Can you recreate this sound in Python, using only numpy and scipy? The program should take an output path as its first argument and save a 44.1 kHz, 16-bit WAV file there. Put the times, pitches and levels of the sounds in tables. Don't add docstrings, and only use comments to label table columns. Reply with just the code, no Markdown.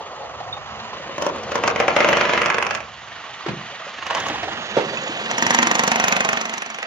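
import sys
import numpy as np
from scipy import signal
from scipy.fft import rfft, irfft
from scipy.io import wavfile
from scipy.ndimage import uniform_filter1d

SR = 44100
rng = np.random.default_rng(int(sys.argv[2]) if len(sys.argv) > 2 else 0)


def invert_db(level):
    return 10 ** (np.asarray(level, dtype=float) / 20)


def store_wav(level_fs):
    pcm = np.round(np.clip(np.atleast_2d(level_fs), -1, 1) * 32767)
    wavfile.write(sys.argv[1], SR, pcm.T.astype(np.int16))


N = 302526
BLOW_SAMPLES, LEAD_SAMPLES = 4096, 440

# (time [s], strength [dB], sharpness [dB])
LOOSE = [(1.094, -34.5, -30), (1.181, -23, -12), (1.222, -18.5, -11), (1.265, -13, -14), (1.36, -25, -16),
         (1.434, -37, 3), (1.518, -18.5, -16.5), (1.555, -12.5, -12), (1.637, -11, -18), (1.677, -9, -14),
         (1.76, -11.5, -20.5), (1.801, -7, -17), (1.881, -6, -19.5), (2.804, -26, -15), (4.024, -29, -50),
         (4.066, -23, -12), (4.107, -16, -19), (4.149, -13.5, -14), (4.201, -25, -8), (4.267, -22, -13),
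         (4.172, -35, -3), (4.285, -20, -16), (5.313, -16.5, -7), (5.382, -13, -2.5), (5.424, -10, -5.5)]
# (time [s], strength [dB], sharpness [dB])
RUNS = [(1.9642, -4, -16.5), (2.0043, -4.5, -18), (2.0454, -5, -17.5), (2.0877, -6.5, -15),
        (2.1291, -8.0, -16.5), (2.1699, -11, -10.5), (2.2105, -10, -18.5), (2.2532, -13, -18),
        (2.2941, -10, -19.5), (2.3348, -10.5, -17.5), (2.3764, -10.5, -19), (2.4173, -10, -15),
        (2.4594, -9.5, -14), (2.5012, -12.5, -15), (2.5438, -14.5, -16.5), (2.5829, -13.5, -19),
        (2.625, -13.5, -15), (2.6664, -16, -14), (2.7082, -15.5, -15), (2.7495, -19, -10.5),
        (5.4659, -9.5, -4.5), (5.5063, -7, -7.5), (5.5466, -7.5, -5), (5.5878, -4, -10), (5.6284, -6, -9.5),
        (5.6707, -9.5, -9.5), (5.713, -8.5, -7), (5.7526, -12.5, -3.5), (5.7933, -7.5, -6),
        (5.8362, -11.5, -5), (5.877, -9.5, -2.5), (5.917, -8, -6.5), (5.958, -11.5, -3),
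        (5.9988, -10, -3.5), (6.0403, -9.5, -3), (6.082, -10.5, -5), (6.1234, -9, -6.5),
        (6.1652, -11, -9.5), (6.2055, -10.5, -6.5), (6.2483, -13.5, -5.5), (6.2893, -12.5, -8.5),
        (6.3305, -12.5, -7.0), (6.3721, -14.0, -11.5), (6.4125, -17.5, -4), (6.4543, -20, -6.5),
        (6.495, -20.5, -8), (6.5375, -19, -5), (6.5797, -21.5, -3.5), (6.6205, -17.5, -11.5),
        (6.6613, -25, -5), (6.701, -22, -10), (6.7448, -23, -10), (6.7859, -20.5, -14), (6.828, -17, -16)]
# (time [s], bite around 2 kHz [dB], slab thud [dB], slab broken through [0-1])
BITE = [(1.1, -10, -1.5, 0), (1.3, -22, -10.5, 0), (1.55, -14, -12, 0.1), (1.9, -11.5, -15, 0.14),
        (2.2, -4.5, -14, 0), (2.45, -8.5, -16.5, 0.01), (2.7, -9.5, -18.5, 0), (4.1, -9, -32, 0.2),
        (4.4, -17, -45, 0.1), (5.4, 4.5, -14, 0), (5.6, 3.5, -18, 0.14), (5.85, 3.5, -14.5, 0),
        (6.0, 7, -16, 0.77), (6.3, 3.5, -17.5, 1.06), (6.55, 5.5, -18, 0), (6.65, 6, -31, 0.7),
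        (6.86, 1.5, -36, 0.5)]
# (time [s], level over the blow [dB])
SNAP = [(1.1, -24), (1.6, -12), (1.9, 3), (2.3, -24), (2.44, 1), (2.6, 5.5), (2.72, -0.5), (4.1, -2),
        (5.4, -8), (5.9, -26.5), (6.3, 3), (6.55, -21), (6.65, -3), (6.86, -8)]
# (frequency [Hz], density [dB per Hz])
CRACK_HIDDEN = [(47, -60), (80, -33), (411, -14), (459, 1.5), (599, -7.5), (816, -0.5), (1090, 0.5),
                (2750, 4), (3250, -4), (3840, -13), (6670, -19), (8140, -41.5), (13200, -48), (15800, -45)]
# (frequency [Hz], density [dB per Hz])
CRACK_OPEN = [(80, -56), (220, 1.5), (400, -9), (800, 1.5), (1500, -6), (2000, -2.5), (3200, -11.5),
              (5000, -14.5), (6800, -5.5), (8200, -28), (10000, -31.5), (12200, -41), (14500, -33),
              (15800, -72.5)]
# (frequency [Hz], level [dB], t60 [s])
SLAB_HIDDEN = [(383, 0.5, 0.044), (500, -29, 0.077), (574, 5, 0.058), (1030, 6, 0.026), (1120, -21, 0.052),
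               (1700, -9, 0.035), (2440, -16, 0.036), (2670, -14, 0.051), (3100, -9, 0.036)]
# (frequency [Hz], level [dB], t60 [s])
SLAB_OPEN = [(247, -5.5, 0.088), (353, -4, 0.21), (769, 1, 0.044), (1020, 1.5, 0.024), (918, 12.5, 0.031),
             (1270, 0, 0.1), (1534, -1, 0.063), (1890, 8, 0.036), (2540, -4, 0.037)]
# (frequency [Hz], level [dB], t60 [s])
SLAB_BROKEN = [(150, -5, 0.089), (235.5, -8, 0.099), (668, 7, 0.07), (782, 14.5, 0.04), (1000, -14, 0.02),
               (1490, 9, 0.046), (1994, 7, 0.045), (2570, 12, 0.046)]
# (frequency [Hz], level [dB], t60 [s])
SHANK = [(5165, -10, .028), (5720, 2, .045), (6650, -1, .012)]
# (frequency [Hz], level [dB], t60 [s])
CHISEL = [(9085, 0, .026), (10090, -6, .035), (11400, -22, .012), (13000, -3, .028), (13300, -14, .008),
          (15200, -22, .012)]
# (time [s], load as level [dB], gear side facing the phone [dB], slab boom [dB])
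WHIRR = [(0, -33, -6, 3.5), (.6, -33.5, -5, 3.5), (.86, -33, -3, 1.5), (1.16, -35.5, -1, 11.5),
         (1.5, -27.5, -6, 2.5), (1.75, -34.5, -1.5, 12), (2.03, -19.5, -9.5, -11), (2.33, -25, -2.5, -3),
         (2.65, -28.5, -21, 0), (2.82, -39.5, -1, 1), (3.3, -39, 1, 3), (4.03, -35, -0.5, -1.5),
         (4.2, -31.5, 1.5, 0.5), (4.6, -32, -0.5, 3.5), (5.16, -30, 0.5, 0), (5.45, -26.5, -0.5, -1),
         (6.18, -20.5, -7, -10.5), (6.68, -37.5, -0.5, 3)]
WHIRR_BANDS_HZ = [130, 430, 680, 1400, 4200, 7600, 16000]
# (idle level [dB], share of load [dB/dB], share of facing [dB/dB])
LAYERS = [
    (-49.5, 1.96, 1.85),
    (-40, 1.8, 0.25),
    (-36.5, 0.87, 0.16),
    (-33.5, 1.03, 1.52),
    (-44.5, 0.96, 1),
    (-71, 1.9, 6),
]
# (frequency [Hz], density [dB per Hz])
WHIRR_COLOUR = [(15, -43), (25, -38), (102, -23), (161, 3), (211, 12), (284, -1), (542, -21), (710, -1),
                (905, -1), (1250, -0.5), (1510, -6), (3490, -10), (6660, -26), (8270, -36.5), (15800, -63)]
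# (frequency [Hz], width [Hz], gain [dB])
HOUSING = [(590, 48, -6), (866, 42, 2), (1150, 130, 2.5), (1870, 49, 10.5), (2920, 300, 4), (6500, 450, 9),
           (10500, 900, -2.5), (13300, 1800, 14)]
# (frequency [Hz], likeness [0-1])
SAME = [(30, .6), (130, .97), (400, .92), (1500, .85), (4000, .75), (15000, .6)]
# (time [s], level [dB], half length [s])
HUMS = [
    (0.824, -46, 0.13),
    (1.996, -42, 0.65),
    (4.996, -45, 0.46),
    (5.546, -50, 0.19),
    (6.093, -52, 0.68),
]
# (time [s], peak [dB], frequency [Hz], t60 [s], grit [dB])
LUMPS = [(.527, -20, 3660, 0.067, -59), (3.462, -14, 364, 0.049, -12.5), (3.484, -19.5, 200, 0.16, -4.5),
         (3.48, -16, 128, 0.063, -21), (4.025, -17, 1120, 0.023, -15), (4.1, -23, 1100, 0.034, -2),
         (4.304, -21, 314, 0.087, -23), (4.767, -7, 579, 0.067, -19.5), (4.771, -2, 420, 0.027, -21.5),
         (4.777, -27, 220, 0.052, -11), (4.795, -11, 452, 0.034, -23), (4.896, -33.5, 4680, 0.2, -28),
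         (4.931, -18, 570, 0.048, -11), (4.971, -13, 2570, 0.043, -32), (5.02, -25, 531, 0.25, -30),
         (5.092, -16.5, 350, 0.063, -24), (4.774, -10.5, 900, 0.032, -24), (4.782, -7, 515, 0.028, -21),
         (4.786, -15, 794, 0.043, -12.5), (4.805, -18, 402, 0.023, -6), (4.063, -19.5, 1220, 0.038, -22),
         (4.108, -9, 950, 0.025, -28), (4.168, -18.5, 1120, 0.044, -6.5), (4.178, -13.5, 1000, 0.051, -16),
         (4.238, -28, 740, 0.075, -8), (4.26, -18, 1097, 0.056, -10), (4.297, -17.5, 787, 0.033, -9),
         (4.341, -18, 860, 0.039, -27), (4.357, -17, 970, 0.028, -9.5), (4.519, -23, 760, 0.044, -8),
         (4.43, -21, 720, 0.06, -4), (4.48, -19.5, 798, 0.072, -12), (4.025, -21, 1430, 0.019, -21),
         (4.586, -26, 710, 0.036, -21), (4.91, -19, 366, 0.039, -21)]
# (time [s], peak [dB], frequency [Hz], t60 [s])
CLANKS = [(.005, -26.5, 860, 0.051), (.01, -30, 534, 0.095), (.097, -34, 700, 0.1), (0.194, -32, 542, 0.48),
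          (.205, -35, 850, 0.63), (.23, -28, 700, 0.12), (0.339, -30, 1114, 0.065), (.403, -33, 830, 0.14),
          (.403, -26.5, 716, 0.16), (.46, -34, 705, 0.12), (.566, -25, 820, 0.035),
          (0.685, -27, 1330, 0.067), (.69, -35, 850, 0.1), (0.849, -28.5, 996, 0.073),
          (0.931, -24.5, 1020, 0.046), (.997, -26, 523, 0.061), (3.119, -25.5, 1816, 0.051),
          (3.16, -29, 1460, 0.047), (3.239, -25.5, 1087, 0.045), (3.407, -26, 1136, 0.022),
          (3.611, -25, 1150, 0.028), (3.719, -35, 573, 0.15), (3.798, -35, 650, 0.14),
          (3.819, -27.5, 1230, 0.059), (3.856, -42, 1250, 0.051), (3.865, -29, 577, 0.082),
          (3.882, -45, 635, .08), (3.985, -22.5, 1700, 0.025)]
# (time [s], peak [dB])
TICKS = [(4.9277, -33), (4.9561, -33), (4.9736, -26), (4.9944, -33), (5.0155, -22), (5.0365, -23),
         (5.0564, -27), (5.0789, -20), (5.0954, -32), (5.1751, -27), (5.2016, -34), (5.242, -28)]
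# (delay [s], left gain, right gain)
ECHOES = [(.0045, -0.48, 0.3), (.0098, 0.0037, -0.095), (0.0163, 0.24, 0.14), (.024, 0.4, -.25),
          (.0335, 0.29, 0.079)]
# (frequency [Hz], t60 [s])
ROOF = [(100, 0.67), (500, 0.32), (2000, 0.2), (6000, 0.022), (15000, 0.16)]
# (time [s], level [dB], half length [s])
SWELLS = [(0.573, -46, 0.36), (1.65, -48, 0.6), (2.35, -47, 0.75), (0.023, -55, 0.11), (3.1, -78, 0.24),
          (3.51, -47, 0.045), (3.664, -52, 0.058), (4.053, -65, 0.091), (4.355, -46.5, 0.25),
          (4.85, -57, 0.13), (5.784, -59, 0.6)]
# (time [s], left port lag [samples], left-right [dB], open view [0-1])
FACING = [(0, -3.5, -1.5, 0), (.7, -5, -4, 0), (1.3, -3.5, -0.5, 0), (1.8, -1.5, -0.4, 0),
          (2.7, -1.5, -4, 0.01), (3.8, -2.5, -3, 0), (4.3, 3.5, -4, 0.45), (4.8, 7.5, -7.5, 0.4),
          (5.3, 8.5, -3, 0.92), (6.1, 10, -3, 0.87), (6.86, 8, -3.5, 0.79)]
STARVED_HZ = [7750, 8650, 9600, 10700, 11700, 12700, 13700, 14700]
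STARVE_DB = np.array([[1], [-7], [-7], [-5], [-5], [-9], [-9]])


def hammer():
    blows = np.array(LOOSE + RUNS)
    s, strength_db, sharp_db = blows[np.argsort(blows[:, 0])].T[:, :, None]
    s = s[:, 0]
    early = (np.arange(BLOW_SAMPLES) - LEAD_SAMPLES) / SR  # s, negative before contact
    t = np.maximum(early, 0)
    view = np.clip(curve(FACING, s)[2][:, None], 0, 1)
    bite_db, thud_db, broken = curve(BITE, s)[:, :, None]
    crack, scatter = cracking(early, view, strength_db, sharp_db, bite_db, thud_db)
    thud = invert_db(thud_db) * slab(t, view, broken)
    steel = chisel(t, view, sharp_db)
    tones = invert_db(strength_db + 2.5) * (tip_snap(early, s) + thud + steel)
    grit = crumble(t, view, strength_db + bite_db)
    return placed(s - LEAD_SAMPLES / SR, crack + tones + grit[:, 0], scatter + 1.1 * grit[:, 1])


def cracking(early, view, strength_db, sharp_db, bite_db, thud_db):
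    count, t = len(view), np.maximum(early, 0)
    hz = np.fft.rfftfreq(BLOW_SAMPLES, 1 / SR)
    shape = (1 - np.exp(-t / .0005)) * (np.exp(-t / .0017) + .17 * np.exp(-t / .014))
    shape += np.where(early < 0, 0.3 * np.exp(early / 0.01), 1.72 * np.exp(-t / 0.0076))
    shape += 0.028 * np.exp(-((early + 0.0023) / 0.00033) ** 2)
    rattle_db = -15 + 5.1 * np.clip(rng.standard_normal((count, 1)), -2, 1.5)
    rattle = invert_db(rattle_db) * (early < 0) * np.exp(-abs(early) / 0.015)

    colour_db = (1 - view) * read(CRACK_HIDDEN, hz) + view * read(CRACK_OPEN, hz)
    treble = np.clip(np.log2(hz / 3000 + 1e-9), 0, 1)
    middle = np.exp(-np.log2(hz / (2600 - 500 * view) + 1e-9) ** 2 / .8)
    colour_db += treble * (sharp_db + 6.5 + 9 * (1 - view)) + middle * bite_db
    colour_db += np.minimum(thud_db + 29.5, 0) * 0.61 / (1 + (hz / 650) ** 4)
    mirrored_db = np.hstack([colour_db, colour_db[:, -2:0:-1]])
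    log_gain = np.log(invert_db(np.maximum(mirrored_db, -100)))
    causal = np.exp(np.conj(signal.hilbert(log_gain, axis=1)))[:, :BLOW_SAMPLES // 2 + 1]

    fresh = np.minimum(hz / 2800, 1)
    alike = rfft(creeping((count, BLOW_SAMPLES), keep=.8) * shape)
    alike -= 11.5 * np.exp(-2j * np.pi * hz * (LEAD_SAMPLES + 12) / SR)
    noise = rng.standard_normal((count, 2, BLOW_SAMPLES)).transpose(1, 0, 2)
    new, other = rfft(noise * (shape * (.5 + 0.71 * np.exp(-t / 0.0052)) + rattle))
    crack = irfft((np.sqrt(1 - fresh ** 2) * alike + fresh * new) * causal, BLOW_SAMPLES)
    scatter = .7 * irfft(other * causal * np.minimum(hz / 4500, 1), BLOW_SAMPLES)
    peak = uniform_filter1d(abs(crack), size=60).max(1, keepdims=True)
    gain = invert_db(strength_db + 5.5) / peak / 2.59
    return gain * crack, gain * scatter


def tip_snap(early, s):
    u = (np.pi * 1600 * (early - .0008)) ** 2
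    return invert_db(curve(SNAP, s)[0][:, None]) * (2 * u - 1) * np.exp(-u)


def slab(t, view, broken):
    hidden, whole, holed = (rings(modes, t, 2.0, .015, len(view), keep=.78)
                            for modes in (SLAB_HIDDEN, SLAB_OPEN, SLAB_BROKEN))
    return (1 - view) * hidden + view * ((1 - broken) * whole + broken * holed)


def chisel(t, view, sharp_db):
    ring_hidden_db, ring_open_db, ring_spread_db, ring_per_sharp = -36, -29, 6, 0.19
    steel = invert_db(sharp_db - 10.5) * rings(SHANK, t, 2.5, .004, len(view), keep=.3)
    ring_db = (1 - view) * ring_hidden_db + view * ring_open_db + ring_per_sharp * (sharp_db + 12.5)
    steel += invert_db(ring_db) * rings(CHISEL, t, ring_spread_db, 1 / 300, len(view), keep=0.23)
    return steel * (1 - np.exp(-t / 0.00088))


def crumble(t, view, level_db):
    hidden_db, open_db = -13, -30
    size = (len(view), 2, BLOW_SAMPLES)
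    grit = rng.standard_normal(size) * invert_db(9.8 * rng.standard_normal(size))
    grit = evened(band_pass(grit, 1310, 3020, order=6))
    grit *= (1 - np.exp(-t / 0.0027)) * np.exp(-t / 0.046)
    return grit * invert_db(level_db + (1 - view) * hidden_db + view * open_db)[:, None]


def rings(modes, t, spread_db, detune, count, keep):
    hz, db, t60_s = np.transpose(modes)[:, None, :, None]
    t60_s = np.minimum(t60_s, .07)
    luck = creeping((count, len(modes), 2), keep)
    level = invert_db(db + spread_db * luck[..., :1] - 60 * t / t60_s)
    return (level * np.sin(2 * np.pi * hz * (1 + detune * luck[..., 1:]) * t)).sum(1)


def whirr():
    idle_load_db, throb_hz = -34, 22.0
    frames, hz = N // 128 + 5, np.fft.rfftfreq(512, 1 / SR)
    t = np.arange(frames) * 128 / SR
    a, b, c, d, patches = rng.standard_normal((frames, 257, 5)).T
    patches = uniform_filter1d(patches, size=5, axis=0)
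    patches = evened(uniform_filter1d(patches, size=12, axis=1, mode="wrap"))
    flicker = evened(uniform_filter1d(rng.standard_normal(frames), size=3))
    throb = np.cos(2 * np.pi * throb_hz * t + 2.03)

    housing_db = sum(db / (1 + (2 * (hz - f) / w) ** 2) for f, w, db in HOUSING)
    colour = invert_db(read(WHIRR_COLOUR, hz) + housing_db)
    band = np.clip(np.digitize(hz, WHIRR_BANDS_HZ) - 1, 0, len(LAYERS) - 1)
    share_db = 10 * np.log10(np.bincount(band, colour ** 2))
    load_db, facing_db, boom_db = curve(WHIRR, t)
    idle_db, by_load, by_facing = np.transpose(LAYERS)[:, :, None]
    layer_db = idle_db + by_load * (load_db - idle_load_db) + by_facing * facing_db
    layer_db[:2] += boom_db
    level_db = uniform_filter1d((layer_db - share_db[:, None])[band], size=3, axis=0)

    lag, pan_db, _ = curve(FACING, t)
    pan_db = pan_db * shaded(hz)[:, None]
    same = np.clip(read(SAME, hz), 0, 1)[:, None]
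    left = a + 1j * b
    right = same * left + np.sqrt(1 - same ** 2) * (c + 1j * d)
    right = right * np.exp(2j * np.pi * hz[:, None] * lag / SR)
    z = np.array([left * invert_db(pan_db / 2), right / invert_db(pan_db / 2)]) * colour[:, None]
    z *= invert_db(level_db + 1.1 * patches + 0.85 * flicker + 1.3 * throb + 0.4)
    return signal.istft(z, nperseg=512, noverlap=384)[1][:, :N]


def hum():
    hum_hz, width_hz = 216.1, 9.8
    t = np.arange(N) / SR
    note = evened(band_pass(rng.standard_normal(N), hum_hz - width_hz, hum_hz + width_hz))
    return note * swelling(HUMS, t)


def rubble():
    clank_grit_db = -14.5
    tick_hz, tick_t60_s, tick_grit_db = 6730, 0.023, -30
    lumps = LUMPS + [(*row, clank_grit_db) for row in CLANKS]
    lumps = lumps + [(*row, tick_hz, tick_t60_s, tick_grit_db) for row in TICKS]
    s, db, hz, t60_s, grit_db = np.transpose(lumps)[:, :, None]
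    t = np.arange(8192) / SR
    wobble, drift, grit, scatter = rng.standard_normal((len(lumps), 4, 8192)).transpose(1, 0, 2)
    wobble = 1 + 0.2 * evened(uniform_filter1d(wobble, size=400))
    drift = 0.99 * np.minimum(600 / hz, 1) * evened(uniform_filter1d(drift, size=400))
    shape = invert_db(db) * (1 - np.exp(-t / 0.001))
    puff = shape * invert_db(grit_db - 60 * t / 0.093)
    knock = shape * np.sin(2 * np.pi * hz * t + drift) * wobble * invert_db(-60 * t / t60_s)
    grit = puff * evened(band_pass(grit, 360, 1800))
    scatter = 0.75 * puff * evened(band_pass(scatter, 580, 3400))
    return placed(s[:, 0], knock + grit, scatter)


def roof(x):
    echo_loss_open, tail_loss_open, tail_rise_s = 0.77, .5, .02
    taps = np.zeros((2, SR // 2))
    at = np.arange(200, SR // 2 - 20, 20) + rng.integers(0, 20, (2, (SR // 2 - 201) // 20))
    np.put_along_axis(taps, at, rng.choice([-1., 1.], at.shape), 1)
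    hz, t, z = signal.stft(taps, SR, nperseg=256)
    tail = signal.istft(z * invert_db(-60 * t / read(ROOF, hz)[:, None]), SR, nperseg=256)[1]
    tail *= 1 - np.exp(-np.arange(tail.shape[1]) / SR / tail_rise_s)
    tail *= invert_db(-8.0) / np.linalg.norm(tail[0])
    apart = .5 * band_pass(tail[1], 800, 15000)
    tail = np.array([tail[0] + apart, tail[0] - apart])
    hard = np.zeros((2, 2000))
    for delay_s, *gains in ECHOES:
        hard[:, round(delay_s * SR)] += gains
    walls = signal.lfilter([.55], [1, -.45], x)
    view = curve(FACING, np.arange(N) / SR)[2]
    shut = 1 - np.clip(echo_loss_open * view, 0, 1)
    late = signal.fftconvolve((1 - tail_loss_open * view) * walls, tail, axes=1)[:, :N]
    return late + signal.fftconvolve(shut * walls, hard, axes=1)[:, :N]


def town():
    floor_db = -73
    a, b = evened(band_pass(rng.standard_normal((2, N)), 59.5, 146, order=3))
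    level = invert_db(floor_db) + swelling(SWELLS, np.arange(N) / SR)
    return np.array([a + .4 * b, a - .4 * b]) * level


def placed(times_s, sounds, scatter):
    lag, pan_db, _ = curve(FACING, times_s)[:, :, None]
    size, margin = sounds.shape[1], 16
    late = np.exp(-1j * np.pi * np.arange(size // 2 + 1) / size * lag)
    pan_db = pan_db * shaded(np.fft.rfftfreq(size, 1 / SR))
    at = np.round(times_s * SR).astype(int)[:, None] + np.arange(size) - margin
    out = np.zeros((2, N + size))
    for side, turn in enumerate((late * invert_db(pan_db / 2), 1 / late / invert_db(pan_db / 2))):
        port = np.roll(sounds + (-1) ** side * scatter, margin, 1)
        np.add.at(out[side], at, irfft(rfft(port) * turn, size))
    return out[:, :N]


def shaded(hz):
    return hz ** 2 / (hz ** 2 + 607 ** 2)


def creeping(shape, keep):
    return signal.lfilter([np.sqrt(1 - keep ** 2)], [1, -keep], rng.standard_normal(shape), axis=0)


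def swelling(table, t):
    return sum(invert_db(db) * np.exp(-((t - s) / half_s) ** 2) for s, db, half_s in table)


def band_pass(x, lo_hz, hi_hz, order=2):
    return signal.sosfilt(signal.butter(order, [lo_hz, hi_hz], "band", fs=SR, output="sos"), x)


def evened(x, axis=None):
    return x / np.sqrt(np.mean(x ** 2, axis, keepdims=True) + 1e-20)


def read(points, hz):
    f, value = np.transpose(points)
    return np.interp(np.log(hz + 1), np.log(f + 1), value)


def curve(table, t):
    s, *columns = np.transpose(table)
    return np.array([np.interp(t, s, c) for c in columns])


def scene():
    blown = band_pass(hammer(), 174, 17000, order=4)
    fallen = band_pass(rubble(), 130, 6450, order=5)
    echoes = roof(blown + invert_db(-5) * fallen)
    motor = band_pass(whirr(), 91, 18000, order=4)
    return blown + fallen + echoes + motor + town() + hum()


def starved(x):
    luck_db = 5
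    hz, _, z = signal.stft(x, SR, nperseg=1024)
    band = np.digitize(hz, STARVED_HZ)
    inside = band == np.arange(1, len(STARVED_HZ))[:, None]
    power = inside @ (abs(z) ** 2).sum(0) / inside.sum(1)[:, None]
    power_db = 10 * np.log10(power + 1e-20)
    luck = evened(uniform_filter1d(rng.standard_normal(power_db.shape), size=3))
    kept = power_db - power_db.mean(0) + luck_db * luck > STARVE_DB
    kept = np.vstack([np.ones_like(kept[:1]), kept, kept[:1]])
    return signal.istft(z * kept[band], SR, nperseg=1024)[1][:, :N]


def top_cut(x):
    return signal.sosfilt(signal.butter(12, 15850, fs=SR, output="sos"), x)


def record(dry):
    thin = signal.sosfilt(signal.butter(4, 50, "high", fs=SR, output="sos"), dry)
    rounded = 1.05 * np.tanh(thin / 1.05)
    edge = signal.firwin(255, 15750, window=("kaiser", 9), fs=SR)
    mix = signal.oaconvolve(starved(rounded), edge[None], "same")
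    return top_cut(mix)


dry = scene()
out = record(dry)
store_wav(out)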